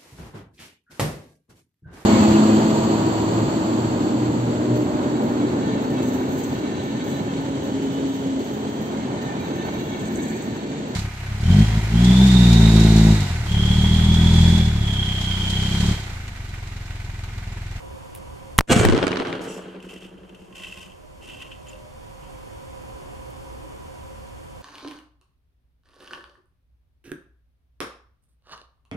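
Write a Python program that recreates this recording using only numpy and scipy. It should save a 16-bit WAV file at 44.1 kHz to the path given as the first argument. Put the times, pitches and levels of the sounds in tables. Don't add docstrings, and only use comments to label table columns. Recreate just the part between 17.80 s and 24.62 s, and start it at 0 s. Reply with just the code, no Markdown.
import sys
import numpy as np
from scipy import signal
from scipy.io import wavfile
from scipy.ndimage import uniform_filter1d

SR = 44100
rng = np.random.default_rng(int(sys.argv[2]) if len(sys.argv) > 2 else 0)


def file_out(sig):
    cols = np.atleast_2d(sig).T
    lim = np.clip(cols, -1, 1)
    pcm = np.round(lim * 32767).astype(np.int16)
    wavfile.write(sys.argv[1], SR, pcm)


N = 300762
TIME = np.arange(N) / SR
SHOT_S = 0.7876
ECHO_START_S = 0.868


def from_db(db):
    return 10 ** (np.asarray(db) / 20)


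def rms_one(x):
    return x / np.sqrt(np.mean(x ** 2) + 1e-20)


def level(rows):
    rows = np.array(rows)
    return from_db(np.interp(TIME, rows[:, 0], rows[:, 1], left=-200, right=-200))


def at_hz(points, hz):
    points = np.array(points)
    return np.interp(np.log(hz), np.log(points[:, 0]), points[:, 1])


def cut(x, hz, kind, order=2):
    sections = signal.butter(order, np.clip(hz, 10, .47 * SR), kind, fs=SR, output="sos")
    return signal.sosfilt(sections, x + 1e-18)


def resonate(x, hz, width_hz):
    r = np.exp(-np.pi * width_hz / SR)
    feed = np.array([1, 0, -1]) * (1 - r * r) / 2
    return signal.lfilter(feed, [1, -2 * r * np.cos(2 * np.pi * hz / SR), r * r], x + 1e-18)


def drift(rate):
    return rms_one(np.interp(TIME * rate, np.arange(4096), rng.standard_normal(4096)))


def fade(t, t60):
    return (t >= 0) * np.exp(-np.log(1000) * np.clip(t / t60, 0, 10))


def pair(two, alike):
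    alike = np.clip(alike, -.99, .99)
    middle = np.sqrt(1 + alike) * two[0]
    side = np.sqrt(1 - alike) * two[1] * np.array([[1], [-1]])
    return (middle + side) / np.sqrt(2)


def add(out, s, sound):
    i = round(s * SR)
    out[:, i:i + sound.shape[-1]] += sound[..., :N - i]


def noise(colour, likeness, grain_db=0, shape=lambda hz: 1):
    white = rng.standard_normal((2, 2, N)) * rms_one(from_db(grain_db * drift(550)))
    edges = np.geomspace(22, 17000, 21)
    out, power = 0, 0
    for k, band in enumerate(zip(edges, edges[1:])):
        hz = np.sqrt(band[0] * band[1])
        stereo = pair(cut(white[k % 2], band, "band"), at_hz(likeness, hz))
        part = from_db(at_hz(colour, hz)) * stereo
        out = out + part * shape(hz)
        power = power + np.mean(part ** 2)
    return out / np.sqrt(power)


def envelope(start, rise_s, hold_s, sag_db_per_s, fall_db_per_s):
    age = np.maximum(TIME - start, 0)
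    sag_db = sag_db_per_s * np.minimum(age, hold_s)
    fall_db = fall_db_per_s * np.maximum(age - hold_s, 0)
    return np.minimum(age / rise_s, 1) ** 2 * from_db(-sag_db - fall_db)


def blast(swing_db=9, recover_s=0.00099, gas_db=-6, gas_t60=0.018,
          puff_db=-12, puff_s=0.0021, suction_db=-30, suction_s=.014):
    # start in seconds, strength in dB, length in ms.
    shocks = [(0.788, 7.5, 0.22), (0.789, 1.5, 0.2), (0.7918, -3.5, 0.16), (0.8086, -7, .3),
              (0.8118, -27, 0.45)]
    t = TIME - SHOT_S
    out = -from_db(swing_db) * (t >= 0) * np.exp(-np.abs(t) / recover_s) * np.ones((2, 1))
    gas = cut(pair(rng.standard_normal((2, N)), 0.48), 12000, "low", order=1)
    out += from_db(gas_db) * fade(t, gas_t60) * gas
    for s, db, length_ms in shocks:
        age = np.maximum((TIME - s) * 1000, 0) / length_ms
        out += from_db(db) * (age > 0) * np.where(age < 1, 1, -.25 * np.exp(-age / 4))
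    for s, db, sign, rise_s in [(0.7992, puff_db, 1, puff_s), (0.8, suction_db, -0.72, suction_s)]:
        age = np.maximum(TIME - s - np.array([[0], [.0013]]), 0) / rise_s
        out += sign * from_db(db) * age ** 2 * np.exp(2 - 2 * age)
    return cut(out, 13000, "low", order=1)


def lockwork():
    # start in seconds, relative level in dB, time to fade by 60 dB in seconds.
    clicks = [(0.3493, -26.5, 0.017), (0.359, -36, 0.027), (0.372, -43, 0.06), (0.7805, -21.5, 0.012),
              (0.781, -15.5, 0.023), (0.7848, -21.5, 0.042), (5.502, -48, .06)]
    # frequency in Hz, relative level in dB.
    steel = [(800, -18.5), (2000, -11.5), (3000, 1), (5000, -19), (7500, -10), (10000, -2), (12500, 4),
             (15500, -16)]
    blows = sum(from_db(db - 5.0) * fade(TIME - s, t60) for s, db, t60 in clicks)
    return blows * noise(steel, [(1000, 0.97)])


def thump(t, hz, cycles):
    age = t * hz / cycles
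    return np.sin(2 * np.pi * hz * t) * age * np.exp(1 - age)


def slaps(thump_db=-4, cycles=0.4, crack_db=12, crack_s=0.00043, scatter_db=8, scatter_t60=0.012,
          scatter_rise_s=0.0012, blur_per_s2=105, glance_db=-8, glance_s=0.0037):
    # start in seconds, relative thump level in dB, thump
    # pitch in Hz, relative crack level in dB, top of the crack in Hz, left minus right in dB.
    echoes = [(0.9023, -24, 144, -26, 13000, -2), (0.905, -6.5, 390, -21, 10000, -3),
              (0.9095, -17, 300, -21, 6000, 3), (0.9128, -10, 300, -19, 12000, -4),
              (0.916, -5, 202, -19, 10000, -1), (0.9202, -13, 248, -22, 6000, -6),
              (0.9235, -17, 80, -13, 15000, 0), (0.926, -13, 570, -16, 9100, -3),
              (0.9307, -14, 190, -13, 9000, -2), (0.963, 0.5, 193, -19, 9000, 1),
              (0.973, -9, 209, -24, 9000, -1), (0.9988, -5, 107, -19, 9000, 2),
              (1.011, -2, 412, -30, 9000, -2), (1.048, -8, 480, -36, 9000, -6),
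              (1.051, -13, 85, -7.5, 16200, 13), (1.0597, -7.5, 252, -24, 9000, -13),
              (1.087, -6, 355, -14, 7000, -9.5), (1.0911, -5, 248, -32, 5000, 11),
              (1.0984, -12, 353, -20.5, 7000, -14), (1.124, -8.5, 350, -21, 7000, 13),
              (1.133, -7, 408, -18, 7000, 0), (1.1401, -3.5, 310, -36, 5000, 0),
              (1.1486, -6, 338, -17.5, 5900, 7), (1.1773, -5.5, 340, -13, 6000, -3),
              (1.1878, -22, 298, -16, 5000, -9), (1.2167, -9.5, 384, -28, 6000, 6),
              (1.2275, -7, 384, -11.5, 4800, 6), (1.2386, -5.5, 368, -16, 4850, 3.5),
              (1.245, -12, 302, -34, 4000, 0), (1.268, -8, 340, -11, 8850, -7),
              (1.279, -21, 403, -14.5, 8400, -9), (1.308, -12, 350, -24, 5000, -1),
              (1.317, -19, 318, -13.5, 5950, 8), (1.3287, -18, 405, -10, 3430, 4),
              (1.358, -16, 367, -14, 5000, -3), (1.3693, -21, 368, -10.5, 5160, -5),
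              (1.3728, -19, 370, -15, 6000, -5), (1.399, -14, 304, -13, 5700, -1),
              (1.408, -14, 328, -16, 4000, 6), (1.4201, -31, 355, -15.5, 3500, 1),
              (1.427, -17, 356, -29, 4000, 0), (1.45, -24, 400, -22, 5000, -5),
              (1.460, -31, 400, -19, 3500, -7), (1.470, -32, 400, -19, 6000, 0),
              (1.492, -19, 350, -36, 4000, 3), (1.503, -17.5, 375, -24, 4000, 6),
              (1.527, -20, 377, -16, 5100, 4), (1.5524, -27, 406, -18, 4000, -2),
              (1.5928, -20, 400, -26, 4000, 7), (1.609, -16, 380, -38, 3000, 0),
              (1.643, -34, 380, -31, 3500, 0)]
    out, t = np.zeros((2, N)), TIME[:SR // 10]
    for s, db, hz, front_db, top_hz, pan_db in echoes:
        blurred = from_db(crack_db - blur_per_s2 * (s - 0.92) ** 2)
        front = (1 - t / crack_s) * np.exp(-t / crack_s) * blurred
        scatter = pair(rng.standard_normal((2, len(t))), 0.24)
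        scatter = scatter * fade(t, scatter_t60) * np.minimum(t / scatter_rise_s, 1)
        scatter = from_db(scatter_db) * cut(scatter, [750, 2300], "band", order=1)
        crack = cut(from_db(front_db) * (front + scatter), top_hz, "low", order=4)
        boom = from_db(db + thump_db) * thump(t, hz, cycles)
        add(out, s, (crack + boom) * from_db(np.array([[.5], [-.5]]) * pan_db))
        wide = boom * np.array([[1], [-1]]) * rng.choice([-1, 1])
        add(out, s + glance_s * rng.uniform(1.0, 1.26), from_db(glance_db) * wide)
    return out


def wash_level():
    focus = from_db(-16) * np.exp(-((TIME - 0.928) / 0.013) ** 2)
    rise_s, hold_s = 0.043, 0.083
    swell = envelope(ECHO_START_S, rise_s, rise_s + hold_s, 0, fall_db_per_s=147)
    return focus + from_db(-21) * swell


def wash(wall_echo=0.66, count=5, bay_trip_s=0.01065):
    # frequency in Hz, relative level in dB.
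    colour = [(25, -7.5), (120, -15), (190, -3), (270, -8.5), (400, -10), (700, -13), (950, -24.5),
              (1400, -14.5), (2000, -17), (2900, -18.5), (5000, -31), (8200, -20.5), (11000, -47.5),
              (15000, -64)]
    # frequency in Hz, left-right likeness (-1 to 1).
    likeness = [(50, -0.018), (130, 1), (290, 1), (640, 0.31), (1400, 0.11), (3100, 0.45), (8000, 0.6),
                (13000, 0.72)]
    spray = noise(colour, likeness, grain_db=4.5)
    bounces = sum((-wall_echo) ** k * np.roll(spray, round(k * bay_trip_s * SR), axis=1)
                  for k in range(count))
    return wash_level() * rms_one(bounces)


def roll_level():
    rise_s = 0.11
    near = from_db(-22.5) * envelope(ECHO_START_S, rise_s, 0.61, sag_db_per_s=10.5, fall_db_per_s=40)
    tail = from_db(-37.5) * envelope(ECHO_START_S, rise_s, 0, 0, fall_db_per_s=11.5)
    return np.hypot(near, tail)


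def roll(lump_db=1.86, lumps_per_s=110):
    # frequency in Hz, relative level in dB.
    colour = [(25, -38), (70, -19), (115, -1.5), (180, -5.5), (260, -5), (360, -3), (500, -4), (950, -9.5),
              (1450, -9.5), (2100, -20.5), (3000, -19.5), (5200, -31.5), (8500, -37.5), (15000, -100)]
    # frequency in Hz, left-right likeness (-1 to 1).
    likeness = [(50, .1), (130, 1), (290, 1), (640, 0.45), (1400, 0.27), (3100, 0.68), (14000, 0.24)]
    # frequency in Hz, loss in dB per second.
    loss = [(40, 46), (90, 37), (180, 1), (400, -4), (700, 0.5), (1500, 0.5), (3000, -2), (4200, 6),
            (6000, 12), (14000, -4)]
    # frequency in Hz, width in Hz, relative level in dB.
    rings = [(181, 14, 1), (265.6, 12, 5.5), (340, 10.4, 3.5), (429, 7.9, 0), (447.4, 8.8, 0),
             (2830, 200, -2), (3190, 220, -2.5)]
    age = np.clip(TIME - 1.3, -.3, 1.5)
    far = noise(colour, likeness, grain_db=0.5, shape=lambda hz: from_db(-at_hz(loss, hz) * age))
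    far = roll_level() * far
    ringing = sum(from_db(db) * resonate(far, hz, width) for hz, width, db in rings)
    lumps = rms_one(from_db(lump_db * drift(lumps_per_s)))
    return (far + ringing) * lumps


def standing_waves(modes_db=-2, split_hz=3.22, build_s=0.0071):
    mode_hz = [104, 141, 186, 235, 268, 329, 340, 425, 447, 515, 606, 703, 882, 1173, 1509, 1640, 2299,
               2850, 3330, 4168]
    # relative level in dB, time to fade by 60 dB in seconds.
    modes = [(-24, 1.43), (-18, 0.32), (-25.5, 2.67), (-21, 0.24), (-41, 1.9), (-18, 0.27), (-33, 2.3),
             (-25, 2.25), (-39, 2.4), (-22.5, 0.34), (-38, 1.6), (-20, 0.49), (-35, .7), (-32, 0.55),
             (-24.5, 0.78), (-25, 0.29), (-29, 0.81), (-23, 0.4), (-25.5, 0.18), (-36, .45)]
    t, out = TIME[:3 * SR], np.zeros((2, N))
    for hz, (db, t60) in zip(mode_hz, modes):
        phase = rng.uniform(0, 2 * np.pi, (2, 1, 1)) + rng.normal(0, 0.058, (2, 2, 1))
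        tones = np.sin(2 * np.pi * hz * t + phase[0])
        tones = tones + .5 * np.sin(2 * np.pi * (hz + split_hz) * t + phase[1])
        add(out, 0.893, from_db(db + modes_db) * tones * fade(t, t60) * np.minimum(t / build_s, 1))
    return out


def gust(at_s=1.1, gust_db=-19, width_s=0.062):
    # frequency in Hz, relative level in dB.
    colour = [(25, 2), (60, 0), (110, -7), (220, -30), (600, -70), (2000, -120)]
    swell = np.exp(-((TIME - at_s) / width_s) ** 2)
    return from_db(gust_db) * swell * noise(colour, [(100, -0.85)])


def flutter(scatter=0.018, scatter_growth=0.2, scatter_t60=0.12, narrowing=0.063, count=16,
            round_trip_s=0.0916):
    starts = [1.6741, 1.7008]
    # frequency in Hz, base width in Hz, first peak in dB, loss per round in dB.
    tones = [(180, 28, -38, 0.64), (269, 50, -38, 1.7), (350, 58, -32, 1.1), (419, 65, -28, 2.2),
             (650, 780, -43, 0.5), (1510, 550, -44, 5)]
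    out, t = np.zeros((2, N)), TIME[:SR // 8]
    for s in starts:
        spray = scatter * pair(rng.standard_normal((2, len(t))), 0.68) * fade(t, scatter_t60)
        for k in range(count):
            bounce = (t == 0) + (1 + scatter_growth * k) * spray
            for hz, width, db, loss_db in tones:
                narrowed = 2 * width / (1 + narrowing * k)
                pulse = resonate(resonate(bounce, hz, narrowed), hz, narrowed)
                pulse = pulse / np.abs(pulse).max()
                add(out, s + k * round_trip_s, from_db(db - k * loss_db) * pulse)
    return out


def scraping(rasp_db=-2.5, hiss_db=-2.2, jerk_db=1.86, surge_db=0.8,
             catch_db=-7, catch_hiss_db=-15, catch_t60=0.034, catch_rise_s=0.0029):
    # frequency in Hz, base width in Hz, relative level in dB.
    resonances = [(1010, 28, -25), (1526, 50, -5), (1960, 170, -5), (2732, 202, 8.5), (2886, 100, 4),
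                  (2948, 146, 7), (3187, 98, 1), (3440, 180, -4.5)]
    # start in seconds, length in seconds, relative rasp and hiss levels in dB.
    stroke_rows = [(1.598, 0.048, -54, -44), (1.66, 0.08, -44, -44), (1.76, 0.14, -51.5, -60.5),
                   (2.008, 0.05, -54, -57), (2.072, 0.078, -44.5, -50.5), (2.189, 0.045, -46, -54),
                   (2.305, 0.2, -61, -72), (2.53, 0.25, -60, -63.5), (2.738, 0.3, -42, -48.5),
                   (3.402, 0.059, -46.5, -52.5), (3.458, 0.084, -40.5, -49.5), (3.56, 0.087, -43, -55),
                   (3.65, 0.099, -50.5, -69), (3.849, 0.028, -46, -52.5), (4.408, 0.041, -53.5, -76)]
    # start in seconds, relative level in dB.
    catch_rows = [(2.0, -33.5), (2.024, -37.5), (2.091, -40), (2.16, -36), (2.222, -36), (2.247, -36),
                  (2.378, -46.5), (2.492, -37), (2.545, -34.5), (2.724, -37), (2.817, -35), (2.834, -25),
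                  (2.843, -25), (2.869, -31), (2.898, -38), (2.922, -33), (2.982, -35), (3.1177, -40),
                  (3.488, -41), (3.496, -39), (3.544, -38), (3.614, -27.5), (3.621, -33), (3.7156, -27.5),
                  (3.728, -36), (3.93, -39.5)]
    # frequency in Hz, relative level in dB.
    hiss_colour = [(900, 8), (2000, -3), (4000, -4), (5200, 3), (7500, 2), (9300, -1.5), (11000, -6.5),
                   (12600, 0), (14500, -28)]
    slips = rms_one(from_db(jerk_db * drift(260) + surge_db * drift(45)))
    grit = pair(rng.standard_normal((2, N)), 0.74)
    body = 0
    for k, (hz, width, db) in enumerate(resonances):
        ring = resonate(resonate(grit, hz, 1.7 * width), hz, 1.7 * width)
        body = body + from_db(db) * ring * (-1) ** k
    body = rms_one(body)
    strokes = np.array([
        from_db([[rasp], [hiss]]) * envelope(s, 0.021, length, sag_db_per_s=4, fall_db_per_s=135)
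        for s, length, rasp, hiss in stroke_rows])
    rasp_level, hiss_level = strokes.max(axis=0)
    catches, t = np.zeros((1, N)), TIME[:SR // 5]
    for s, db in catch_rows:
        catch = fade(t, catch_t60) * np.minimum(t / catch_rise_s, 1)
        add(catches, s, from_db(db + catch_db) * catch)
    rasp = from_db(rasp_db) * rasp_level * slips
    hiss = from_db(hiss_db) * hiss_level * slips + from_db(catch_hiss_db) * catches
    return body * (rasp + catches) + hiss * noise(hiss_colour, [(3000, 0.35), (12000, 1.0)], grain_db=2.0)


def squeal(start_s=1.655, rise_s=0.034, hold_s=0.06, squeal_db=-47, fall_db_per_s=130):
    # frequency in Hz, base width in Hz, relative level in dB.
    squeal_tones = [(5460, 18, -2), (5650, 20, -7), (5880, 25, -3), (6780, 30, -1), (7060, 32, 0),
                    (7690, 30, -1), (7855, 20, -1), (9400, 30, -6)]
    tones = rms_one(sum(from_db(db) * hum(hz, width, 0.38) for hz, width, db in squeal_tones))
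    return from_db(squeal_db) * envelope(start_s, rise_s, hold_s, 0, fall_db_per_s) * tones


def lean(hz):
    # frequency in Hz, left minus right in dB.
    balance = [(100, 0), (380, -1.5), (700, -5), (1300, -2), (2400, 1.5), (8000, 0)]
    return from_db(np.array([[.5], [-.5]]) * at_hz(balance, hz))


def hum(hz, width_hz, alike):
    tone = pair(rng.standard_normal((2, N)), alike)
    tone = resonate(resonate(tone, hz, 2 * width_hz), hz, 2 * width_hz)
    power = uniform_filter1d(np.mean(tone ** 2, axis=0), size=SR // 5)
    return lean(hz) * tone / np.sqrt(power + 1e-20)


def air_level(hush_depth_db=26.5, hush_s=0.095, recover_db_per_s=55, sunk_depth_db=14):
    age = np.maximum(TIME - SHOT_S, 0)
    hush_db = np.minimum(hush_depth_db * age / hush_s,
                         hush_depth_db - recover_db_per_s * (age - hush_s))
    sunk_db = sunk_depth_db * (age > 0) * np.exp(-((TIME - 1.97) / 1.16) ** 2)
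    return from_db(-np.maximum(hush_db, sunk_db))


def background(air_db=-46.5, drone_db=-2, rumble_top_hz=160):
    # frequency in Hz, relative level in dB.
    air_colour = [(22, -5), (45, 3.5), (80, -0.5), (130, -7), (200, -10.5), (340, -18.5), (450, -16.5),
                  (650, -23), (1100, -17.5), (1500, -24.5), (3300, -27.5), (5800, -31.5), (7500, -30),
                  (12000, -37), (15500, -51)]
    # frequency in Hz, left-right likeness (-1 to 1).
    likeness = [(50, 0.91), (130, 0.23), (290, -0.91), (640, -1), (1400, -0.22), (3100, -0.47),
                (6800, 0.98), (12000, 1)]
    # time in seconds, level in dB.
    swell_rows = [(0, 4), (0.8, 2), (4.1, 0), (4.6, 3.5), (5.2, 5), (6.1, 4), (6.82, 2)]
    # frequency in Hz, share from 0 to 1.
    swell_share = [(150, 0), (330, 0.87), (1300, 0.7), (4000, 0.45), (12000, 0.62)]
    # time in seconds, level in dB.
    rumble_rows = [(0, 4.5), (0.8, 3), (3, 0.5), (4.9, -1.5), (6.1, 1.5), (6.82, 0)]
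    # frequency in Hz, width in Hz.
    dips = [(3950, 320), (7980, 250)]
    # frequency in Hz, base width in Hz, relative level in dB.
    drones = [(68.8, 19.3, -51), (126, 19, -54), (531, 16.4, -50.5), (740, 40, -58.5), (962.4, 19, -57),
              (1005, 48, -56), (12690, 40, -82.5)]
    # start in seconds, end in seconds, frequency in Hz, base width in Hz, level in dB.
    whine_rows = [(2.65, 3.17, 1065, 17, -56.5), (3.58, 3.725, 1065, 22, -53.5), (2.06, 4.5, 610, 7.9, -62),
                  (3.82, 4.12, 526, 13, -53), (3.82, 4.13, 606, 6.3, -53), (3.883, 3.9, 6950, 270, -48.5),
                  (3.38, 3.75, 258, 89, -53), (4.98, 5.45, 300, 115, -52.5), (5.6, 6.1, 290, 106, -51.5)]
    swell, rumble = level(swell_rows), level(rumble_rows)

    def band_level(hz):
        deep = rumble if hz < rumble_top_hz else 1
        follow = swell ** np.clip(at_hz(swell_share, hz), 0, 2)
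        mono_lift = np.sqrt(2 / (1 + np.clip(at_hz(likeness, hz), -.9, 1)))
        return deep * follow * lean(hz) * mono_lift

    air = noise(air_colour, likeness, shape=band_level)
    for hz, width in dips:
        air = air - resonate(air, hz, width)
    air = cut(air, 15200, "low", order=8)
    drone = swell * sum(from_db(db) * hum(hz, width, at_hz(likeness, hz) / 2)
                        for hz, width, db in drones)
    whines = 0
    for start, end, hz, width, db in whine_rows:
        passing = np.sqrt(np.sin(np.pi * np.clip((TIME - start) / (end - start), 0, 1)))
        whines = whines + from_db(db) * passing * hum(hz, width, 0.37)
    return air_level() * (from_db(air_db) * air + from_db(drone_db) * drone) + whines


def scene():
    gun = blast() + lockwork()
    answer = slaps() + wash() + roll() + standing_waves() + gust() + flutter()
    return gun + answer + scraping() + squeal() + background()


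def record(dry):
    clipped = dry / (1 + dry ** 6) ** (1 / 6)
    return signal.sosfilt(signal.cheby2(20, 70, 16500, fs=SR, output="sos"), clipped)


dry = scene()
out = record(dry)
file_out(out)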